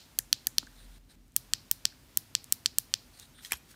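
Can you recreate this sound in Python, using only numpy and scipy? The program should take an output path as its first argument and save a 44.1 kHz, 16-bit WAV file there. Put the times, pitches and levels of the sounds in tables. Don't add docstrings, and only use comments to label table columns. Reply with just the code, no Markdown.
import sys
import numpy as np
from scipy import signal
from scipy.fft import rfft, irfft
from scipy.io import wavfile
from scipy.ndimage import uniform_filter1d

SR = 44100
rng = np.random.default_rng(int(sys.argv[2]) if len(sys.argv) > 2 else 0)


def int16_out(signal):
    q = np.round(np.clip(np.atleast_2d(signal).T, -1, 1) * 32767)
    wavfile.write(sys.argv[1], SR, q.astype(np.int16))


def rack_gain(trim_db):
    fader = np.asarray(trim_db, float)
    return 10 ** (fader / 20)


N = 165375
LEAD = 4410

# t/s, peak level/dB; one release of A falls before t = 0
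A_PRESSES = [
    (0.1883, -3.5),
    (0.4698, -5),
]
A_RELEASES = [
    (0.3285, -6),
    (0.5829, -7.5),
              (-.03, -8),
]
B_PRESSES = [
    (1.3638, -0.89),
    (1.7131, -.6),
    (2.1727, -1),
    (2.5239, -0.26),
    (2.7846, -0.24),
]
B_RELEASES = [
    (1.5355, -5.5),
    (1.8539, -5.5),
    (2.3515, -5.5),
    (2.6597, -6),
    (2.9396, -6),
]
# f/Hz, width/Hz, level/dB
A_PRESS_CRACK = [(4000, 520, -31), (6240, 1800, -6), (11500, 4700, -10)]
A_RELEASE_CRACK = [(4350, 1000, -19), (5540, 650, -12.5), (12960, 1800, -17)]
B_PRESS_CRACK = [(7100, 1400, -3.5), (13900, 1200, -5)]
B_RELEASE_CRACK = [(5410, 1230, -4), (6600, 1460, -9), (13100, 1500, -21.5)]
# f/Hz, width/Hz, level/dB
A_PRESS_MODES = [(1600, 210, -19), (3270, 270, -8), (4730, 420, 0.5), (6350, 1300, -7), (7920, 390, -4.5),
                 (9910, 520, 2), (10750, 760, -2), (12400, 1640, 0.5), (14500, 1160, -19)]
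A_RELEASE_MODES = [(1920, 530, -20.5), (3380, 430, -7), (4430, 720, -2.5), (5630, 570, -8.5),
                   (6790, 380, -14.5), (10000, 350, -12.5), (11020, 600, -8.5), (15400, 890, -20)]
B_PRESS_MODES = [(1750, 450, -19), (3300, 450, -8), (4400, 550, -3), (5800, 900, -2), (7000, 700, -5),
                 (8450, 1200, 2), (9500, 500, -4), (12200, 800, 2), (13700, 900, 3), (14800, 800, 0),
                 (15700, 700, -3)]
B_RELEASE_MODES = [(1840, 374, -16.5), (3390, 580, -6.5), (4450, 605, -3), (7880, 487, -5),
                   (10400, 350, -19), (12150, 610, -16), (12940, 460, -19), (16800, 270, -57)]
# gain/dB, thump level/dB, knock level/dB, hand echo delay/ms, hand echo level/dB
SNAP_KINDS = [
    (7, -42, -38, .28, -12.5),
    (4, -45.5, -50.5, .69, -8),
    (5.5, -46, -49, .75, -16.5),
    (4.5, -49.5, -52.5, .7, -15),
]
HAND_RATTLE_DB = [
    -23,
    -27,
    -24,
    -28,
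]
# f/Hz, width/Hz, level/dB
WALL_SPILLS = [
    [(1600, 500, -8.5), (7000, 3100, 0.5), (10500, 3200, 0.5)],
    [(4460, 2000, -2.5), (3300, 1200, -8.5), (7000, 2200, -12)],
    [(5000, 3000, -5.5), (9900, 2600, -4), (12200, 5100, -4)],
    [(4800, 1500, 5), (3160, 2700, -5), (7000, 2700, -11)],
]
WALL_SPILL_DB = [
    0,
    2,
    -0.5,
    -0.5,
]


def buttons():
    snaps, body, spill = np.zeros((3, N + LEAD))
    parts = [
        (A_PRESSES, A_PRESS_CRACK + A_PRESS_MODES),
        (A_RELEASES, A_RELEASE_CRACK + A_RELEASE_MODES),
        (B_PRESSES, B_PRESS_CRACK + B_PRESS_MODES),
        (B_RELEASES, B_RELEASE_CRACK + B_RELEASE_MODES),
    ]
    steep = 1.467
    rise_s, choke_s = 0.00012, 0.0042
    rattle_rise_s, rattle_t60_s = 0.00012, 0.011
    t = np.arange(SR // 100) / SR
    shape = np.minimum(t / rise_s, 1) * np.exp(-(t / choke_s) ** 2)
    rattle_shape = np.minimum(t / rattle_rise_s, 1) * np.exp(-np.log(1000) * t / rattle_t60_s)
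    thump = ring([(250, 68, 0)])
    jolt = ring([(119.3, 52, 0)], size=4096, steep=1.94)
    knock = ring([(1766, 260, 0)], steep=1.65)

    for (events, modes), kind, rattle_db, broad, spill_db in zip(
            parts, SNAP_KINDS, HAND_RATTLE_DB, WALL_SPILLS, WALL_SPILL_DB):
        gain_db, thump_db, knock_db, echo_ms, echo_db = kind
        hand = rack_gain(rattle_db) * rng.standard_normal(len(t)) * rattle_shape
        hand[0] = 1
        hand[int(echo_ms * SR / 1000)] = rack_gain(echo_db)
        for s, db in events:
            snap = ring(modes, rng.standard_normal((len(modes), 1)), steep=steep)
            snap = np.convolve(snap, hand)[:len(t)] * shape
            add(snaps, s, rack_gain(db + gain_db) * snap)
            add(spill, s, rack_gain(db + spill_db + 7) * ring(broad, steep=steep))
            add(body, s, rack_gain(thump_db) * thump)
            add(body, s + 0.008, rack_gain(-52.5) * jolt)
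            add(body, s + 0.0035, rack_gain(knock_db) * knock)
    thin = signal.lfilter(*signal.butter(2, 1210, "high", fs=SR), snaps)
    return thin + body, spill


# t/s, peak level/dB, length/ms
RING_KNOCKS = [
    (3.5198, -22.5, 0.041),
    (3.5203, -20.5, 0.36),
    (3.5207, -13, 0.048),
    (3.521, -10, 0.63),
    (3.5225, -22, 1.5),
]
# f/Hz, width/Hz, level/dB
RING_KNOCK_MODES = [(944, 470, -6), (1710, 320, 0), (2500, 440, 3), (4200, 400, -16), (5260, 600, -10),
                    (6900, 450, -3.5), (8000, 540, -5), (8630, 380, -3), (10650, 2100, -7),
                    (11500, 350, -3), (13700, 2800, -13.5)]
# t/s, peak level/dB, length/ms
LEVER_RATTLES = [
    (3.5245, -41, 4.9),
    (3.527, -27, 1.2),
    (3.5303, -30, 2),
    (3.5315, -22.5, 3.3),
    (3.5345, -43, 2),
    (3.538, -29, 3.1),
    (3.543, -41, 6.2),
    (3.552, -43, 8.6),
]
# f/Hz, width/Hz, level/dB
LEVER_RATTLE_MODES = [(630, 1500, -7.5), (1670, 870, 0), (2600, 320, -0.5), (3230, 250, 7.5),
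                      (4280, 1800, -11), (5570, 470, 0), (6900, 900, -6), (8160, 900, -15), (9400, 530, -8),
                      (11400, 400, 2)]
# t/s, peak level/dB, length/ms
LEVER_TAPS = [
    (3.448, -28, 1.8),
    (3.4588, -39, 2.5),
]
# f/Hz, width/Hz, level/dB
LEVER_TAP_MODES = [(1890, 190, -7), (3240, 210, -4.5), (3980, 300, -1.5), (5300, 370, -9), (6200, 370, -1),
                   (8500, 440, -3), (10100, 370, -13), (11400, 190, -10), (12100, 350, -11)]


def lever_contacts():
    knocks = chatter(RING_KNOCKS, RING_KNOCK_MODES)
    rattles = chatter(LEVER_RATTLES, LEVER_RATTLE_MODES)
    return knocks + rattles + chatter(LEVER_TAPS, LEVER_TAP_MODES)


def chatter(events, modes):
    out = np.zeros(N + LEAD)
    t = np.arange(SR // 50) / SR
    for s, db, length_ms in events:
        burst = rng.standard_normal(len(t)) * np.exp(-(t * 1000 / length_ms) ** 2)
        response = ring(modes, rng.standard_normal((len(modes), 1)), size=4096, steep=1.467)
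        y = np.convolve(burst, response)
        add(out, s, rack_gain(db) * y / np.abs(y).max())
    return out


# t/s, peak level/dB, f/Hz, width/Hz
TICKS_AND_THUDS = [(0.63, -43, 1320, 506), (0.631, -46, 275, 100), (.668, -41.5, 6500, 3000),
                   (.6285, -45.5, 805, 900), (0.671, -43.5, 1605, 260), (1.040, -62.5, 4210, 890),
                   (1.281, -49, 9000, 7000), (1.321, -47.5, 8000, 7000), (1.343, -52, 10100, 7000),
                   (1.852, -33, 4800, 2500), (2.443, -25, 8000, 9000), (2.503, -49, 8000, 6040),
                   (2.665, -20.5, 6500, 3000), (3.1985, -29, 6500, 5000), (3.1985, -40, 11100, 5000),
                   (3.387, -46.5, 1490, 1200), (3.391, -46, 1740, 700), (3.48, -44, 7000, 7000),
                   (3.509, -33, 7000, 5000), (3.582, -52, 11500, 400), (1.924, -52, 1600, 300),
                   (3.407, -54, 1500, 250), (3.455, -50, 1820, 300), (3.459, -41, 3420, 500),
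                   (3.5, -53, 1500, 300), (3.51, -36, 2080, 500), (3.572, -37, 9000, 4000),
                   (3.574, -51, 11400, 300), (3.5209, -41.5, 315, 347), (3.53, -49.5, 68, 25),
                   (3.742, -49.5, 1530, 400)]


def ticks():
    out = np.zeros(N + LEAD)
    for s, db, hz, width in TICKS_AND_THUDS:
        add(out, s, rack_gain(db) * ring([(hz, width, 0)], size=6144, steep=2))
    return out


# start t/s, length/s, rms level/dB, share of broad hiss/0-1, pitch factor/1
FINGER_RUBS = [
    (0.743, 0.13, -62.5, 0.13, 1),
    (0.895, 0.094, -68, .02, 1),
    (1.084, 0.047, -61, 0.1, 1.05),
    (3.114, 0.13, -61, 0.3, 1.1),
    (3.178, 0.095, -58, 0.25, 0.97),
    (3.185, 0.021, -60, .95, 1.01),
    (3.336, 0.1, -60, 0.1, 0.923),
    (3.414, 0.079, -51, 1, 1.01),
    (3.482, 0.1, -51, 0.72, 1.01),
    (3.672, 0.071, -59, 1, 1.01),
]
# f/Hz, width/Hz, level/dB
FINGER_RUB_MODES = [(1660, 630, -8.5), (3880, 990, -1.5), (9000, 1200, -4.5)]


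def rubs():
    out = np.zeros(N + LEAD)
    broad = band(5100, 13200)
    grain = rack_gain(1.8 * walk(150))
    soft = treble_limit(8, 15500)
    for s, length, db, share, pitch in FINGER_RUBS:
        tuned = np.zeros(N)
        for hz, width, mode_db in FINGER_RUB_MODES:
            factor = pitch if hz < 6000 else 1
            tuned += rack_gain(mode_db) * band(hz * factor, width)
        slide = (np.sqrt(1 - share) * tuned + np.sqrt(share) * broad) * grain
        i, n = int(s * SR), int(length * SR)
        stroke = np.hanning(n) ** 0.47
        add(out, s, rack_gain(db) * stroke * signal.sosfilt(soft, slide[i:i + n]))
    return out


# delay t/ms, level/dB
WALL_ECHOES = [
    (8.2, -38),
    (11.5, -33),
    (16.8, -35),
    (20.5, -42.5),
]


def room(x):
    t = np.arange(SR // 2) / SR
    after = np.maximum(t - 0.0065, 0)

    def fade(t60_s):
        return np.exp(-np.log(1000) * after / t60_s) * (after > 0)

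    noise = rng.standard_normal((2, len(t)))
    late = signal.lfilter(*signal.butter(2, 6500, fs=SR), noise[0]) * fade(0.34)
    early = rack_gain(0.5) * noise[1] * fade(0.24)
    tail = rack_gain(-30.5 - 29.0) * (late + early)
    for delay_ms, db in WALL_ECHOES:
        tail[int(delay_ms * SR / 1000)] += rack_gain(db)
    tail = tail + 0.13 * signal.lfilter(*signal.iirpeak(5200, 2.5, fs=SR), tail)
    tail = signal.sosfilt(treble_limit(8, 15500), tail)
    return signal.fftconvolve(x, tail)[:len(x)]


# f/Hz, level per Hz/dB
AIR_SPECTRUM = [(35, -41.5), (60, -1), (114, -7), (136, -2.5), (166, -12), (246, -5.5), (500, -24),
                (650, -29.5), (1100, -120)]
# f/Hz, level per Hz/dB
HISS_SPECTRUM = [(210, -13.5), (350, -7.5), (615, -6), (711, -6), (1450, -8.5), (3040, -10), (4540, -11.5),
                 (15200, -15.5), (16500, -50)]
# from t/s, to t/s, level/dB
HISS_GATE = [
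    (0.985, 1.097, -8),
    (1.099, 1.159, -3.5),
    (1.156, 1.356, -9.5),
    (3.349, 3.406, -4.5),
]
# f/Hz, width/Hz, level/dB
HUM_BANDS = [
    (100, 6.9, -72),
    (153, 25, -74.5),
    (247.3, 11, -78.5),
]
# t/s, rms level/dB
RUMBLE_LEVEL = [(0, -57), (.15, -60), (.6, -63), (.9, -53.5), (1.4, -62), (1.7, -63), (2.2, -69),
                (3.75, -67)]


def floor():
    t = np.arange(N) / SR
    air = coloured(AIR_SPECTRUM, -62.5) * rack_gain(walk(18))
    hum = sum(rack_gain(db - 1.1 * walk(5.0)) * band(hz, width) for hz, width, db in HUM_BANDS)
    rumble = rack_gain(np.interp(t, *np.array(RUMBLE_LEVEL).T)) * band(43.4, 4)
    gate_db = sum(db * ((t > start) & (t < end)) for start, end, db in HISS_GATE)
    gate_db = uniform_filter1d(gate_db, int(0.0029 * SR))
    hiss = coloured(HISS_SPECTRUM, -62) * rack_gain(gate_db + 0.5 * walk(7.8))
    return air + hum + rumble + hiss


def port(x):
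    hz, width_hz = 10900, 670
    return x - 0.54 * signal.lfilter(*signal.iirpeak(hz, hz / width_hz, fs=SR), x)


def ring(modes, chance=0, size=2048, steep=1):
    hz, width, db = np.array(modes, float).T[:, :, None]
    f = np.arange(size + 1) * SR / (2 * size) + 1
    hz = hz * (1 + 0.0027 * chance)
    db = db + 1.7 * chance
    detuning = (f - hz ** 2 / f) / width
    power = np.sum(rack_gain(db) ** 2 / (1 + detuning ** 2) ** steep, axis=0)
    cepstrum = irfft(np.log(power) / 2)[:size]
    causal = cepstrum * np.where(np.arange(size) > 0, 2, 1)
    y = irfft(np.exp(rfft(causal, 2 * size)))[:size]
    return y / np.abs(y).max()


def add(out, s, y):
    i = int(s * SR) + LEAD
    out[i:i + len(y)] += y[:len(out) - i]


def band(hz, width):
    peak = signal.iirpeak(hz, hz / width, fs=SR)
    y = signal.lfilter(*peak, signal.lfilter(*peak, rng.standard_normal(N)))
    return y / y.std()


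def coloured(points, db):
    hz, gain_db = np.array(points, float).T
    log_f = np.log(np.arange(N // 2 + 1) * SR / N + 1)
    gain = rack_gain(np.interp(log_f, np.log(hz), gain_db, left=-90, right=-90))
    y = irfft(rfft(rng.standard_normal(N)) * gain, N)
    return y * rack_gain(db) / y.std()


def walk(rate):
    k = int(SR / rate)
    y = uniform_filter1d(uniform_filter1d(rng.standard_normal(N), k), k)
    return y / y.std()


def treble_limit(order, top_hz):
    return signal.cheby1(order, 0.5, top_hz, fs=SR, output="sos")


def scene():
    near, spill = buttons()
    hands = lever_contacts() + ticks() + rubs()
    wet = room(spill + rack_gain(5) * hands)
    far = signal.sosfilt(treble_limit(10, 15800), wet[LEAD:] + floor())
    return ((near + hands)[LEAD:] + port(far))[None]


def roll_off(x):
    return signal.sosfilt(signal.butter(12, 17200, fs=SR, output="sos"), x)


def record(dry):
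    x = signal.sosfilt(signal.butter(4, 36, "high", fs=SR, output="sos"), dry)
    x = signal.sosfilt(treble_limit(12, 16400), x)
    return roll_off(x)


dry = scene()
out = record(dry)
int16_out(out)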